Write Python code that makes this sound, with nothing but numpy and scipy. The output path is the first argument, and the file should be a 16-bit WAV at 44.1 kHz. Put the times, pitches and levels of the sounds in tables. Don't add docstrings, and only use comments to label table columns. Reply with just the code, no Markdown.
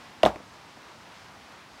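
import sys
import numpy as np
from scipy import signal
from scipy.fft import rfft, irfft
from scipy.io import wavfile
from scipy.ndimage import uniform_filter1d

SR = 44100
rng = np.random.default_rng(int(sys.argv[2]) if len(sys.argv) > 2 else 0)


def generate_wav(signal):
    frames = np.transpose(np.atleast_2d(signal))
    scaled = np.clip(frames, -1, 1) * 32767
    pcm = np.round(scaled).astype(np.int16)
    wavfile.write(sys.argv[1], SR, pcm)


N = 79380

# (time [s], click level [dB], click pitch [Hz], crunch level [dB], crunch fade [s],
# knock delay [s], knock level [dB], knock pitch [ratio], knock fade [ratio])
HORN_HITS = [(0.2319, -10, 2870, -19.5, 0.017, 0.0017, -2.5, 1.0, 0.95),
             (0.2520, -15, 3430, -22.5, 0.0092, 0.00047, -9.5, 1.0, 0.64),
             (0.259, -27.5, 8130, -29, 0.055, 0.0015, -2, 1.13, 0.47)]
# (pitch [Hz], level [dB], fade [s])
HORN_TONES = [(210, -23, 0.14), (312, -24.5, 0.18), (530, -40, 0.039), (639, -1, 0.035),
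              (855, -14.5, 0.042), (1048, -20.5, 0.052), (1270, -20.5, 0.036), (1444, -25, 0.057),
              (1947, -24, 0.022), (2420, -28.5, 0.0072), (2784, -27.5, 0.038), (3470, -31.5, 0.033)]
# (frequency [Hz], level [dB])
CRUNCH_COLOUR = [(300, -14), (1200, 4), (2100, 0), (2900, 4.5), (4200, 1), (6000, -8), (8000, -14.5),
                 (12000, -21), (16000, -30)]
# (frequency [Hz], level [dB])
ECHO_COLOUR = [(60, -13), (150, -7), (230, -8), (420, -4), (620, 4.5), (850, -0.5), (1200, -8.5),
               (2200, -20), (3300, -21.5), (5500, -29.5), (9000, -37.5), (16000, -48)]
# (pitch [Hz], level [dB], fade [s])
BODY_TONES = [(59.5, -33, 0.26), (92, -31, 0.19), (114.5, -31.5, 0.16), (204.2, -29, 0.17)]
# (time [s], tick level [dB], thump level [dB])
HOOF_STEPS = [(0.3587, -31.5, -37.5), (0.4, -67, -43), (0.769, -46, -46.5)]
# (frequency [Hz], level [dB])
HOOF_TICK_COLOUR = [(200, 5.5), (1200, 3.5), (2500, -2), (4000, -10.5), (15000, -40)]
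HOOF_THUMP_COLOUR = [(60, -18), (260, 3.5), (520, 0.5), (900, -4), (2000, -24), (8000, -55)]
# (time [s], level [dB])
TINY_TICKS = [(0.783, -60), (0.82, -57), (1.521, -55.5)]
# (frequency [Hz], level [dB])
TINY_TICK_COLOUR = [(1000, -3), (6000, 2), (13000, -6), (16000, -8)]
# (frequency [Hz], level [dB])
WATER_COLOUR = [(15, -60), (25, -30), (59, -5.5), (107, -1.5), (136, -3), (204, -1), (281, -3), (410, -5.5),
                (457, -6), (970, -1), (1750, -6.5), (2010, -7), (3090, -11), (5140, -14.5), (15500, -37)]
# (time [s], level [dB])
WATER_LOUDNESS = [(0, -48), (0.6, -50), (1.3, -49), (1.8, -50)]


def horns():
    out = 0
    for start, click_db, click_hz, crunch_db, crunch_fade, delay, knock_db, pitch, stretch in HORN_HITS:
        click = ring(start, [(click_hz, click_db, 0.0035)], rise_s=0.00075)
        crunch = gain(crunch_db) * pulse(start, rise_s=0.0004, fade_s=crunch_fade) * noise(CRUNCH_COLOUR)
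        knock = gain(knock_db) * ring(start + delay, HORN_TONES, rise_s=0.0016, pitch=pitch, stretch=stretch)
        out += click + crunch + knock
    return out


def roadside_echo():
    out, rise_s = 0, 0.0036
    for start, *_, delay, knock_db, _, _ in HORN_HITS:
        knock_time = start + delay
        wash = noise(ECHO_COLOUR)
        lows = below(wash, hz=2100)
        rocks = lows * pulse(knock_time, rise_s, fade_s=0.19)
        rocks += (wash - lows) * pulse(knock_time, rise_s, fade_s=0.17)
        hillside = noise(ECHO_COLOUR) * pulse(knock_time, rise_s, fade_s=0.55)
        out += gain(knock_db) * (gain(-20) * rocks + gain(-47) * hillside)
    return out


def body_thud():
    return ring(start=0.243, tones=BODY_TONES, rise_s=0.007)


def hooves():
    out = 0
    for start, tick_db, thump_db in HOOF_STEPS:
        tick = pulse(start, rise_s=0.00075, fade_s=0.0083) * noise(HOOF_TICK_COLOUR)
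        thump = pulse(start, rise_s=0.0032, fade_s=0.063) * noise(HOOF_THUMP_COLOUR)
        out += gain(tick_db) * tick + gain(thump_db) * thump
    return out


def tiny_ticks():
    bursts = sum(gain(db) * pulse(start, rise_s=0.0004, fade_s=0.012) for start, db in TINY_TICKS)
    return bursts * noise(TINY_TICK_COLOUR)


def waterfalls():
    rest, rush, flicker_db = noise(WATER_COLOUR), 0, 0.93
    for hz in 125 * 2 ** np.arange(7):
        band = below(rest, hz)
        rest = rest - band
        rush += band * gain(flicker_db * drift(changes_per_s=14.04))
    level_db = np.interp(since(0), *np.transpose(WATER_LOUDNESS))
    return gain(level_db) * (rush + rest)


def gain(db):
    return 10 ** (np.asarray(db) / 20)


def since(start):
    return np.maximum(np.arange(N) / SR - start, 0)


def pulse(start, rise_s, fade_s):
    rise = np.sin(np.pi / 2 * np.minimum(since(start) / rise_s, 1)) ** 2
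    return rise * np.exp(-np.log(1000) * since(start + rise_s) / fade_s)


def ring(start, tones, rise_s, pitch=1, stretch=1):
    return sum(gain(db) * pulse(start, rise_s, fade * stretch) * np.sin(2 * np.pi * hz * pitch * since(start))
               for hz, db, fade in tones)


def noise(colour):
    hz, db = np.array(colour, float).T
    freqs = np.maximum(np.fft.rfftfreq(N, 1 / SR), 1)
    shape = gain(np.interp(np.log(freqs), np.log(hz), db))
    shape *= np.minimum(freqs / hz[0], 1) ** 2
    x = irfft(shape * np.exp(2j * np.pi * rng.random(len(freqs))), N)
    return x / x.std()


def below(x, hz):
    return irfft(rfft(x) / (1 + (np.fft.rfftfreq(N, 1 / SR) / hz) ** 8), N)


def drift(changes_per_s):
    hold = int(SR / changes_per_s)
    jumps = np.repeat(rng.standard_normal(N // hold + 1), hold)
    x = uniform_filter1d(uniform_filter1d(jumps, hold), hold)[:N]
    return (x - x.mean()) / x.std()


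def scene():
    return (waterfalls() + horns() + roadside_echo() + body_thud() + hooves() + tiny_ticks())[None]


def record(dry):
    top_hz = 15800
    return signal.sosfilt(signal.ellip(10, .2, 80, top_hz, fs=SR, output="sos"), dry)


dry = scene()
out = record(dry)
generate_wav(out)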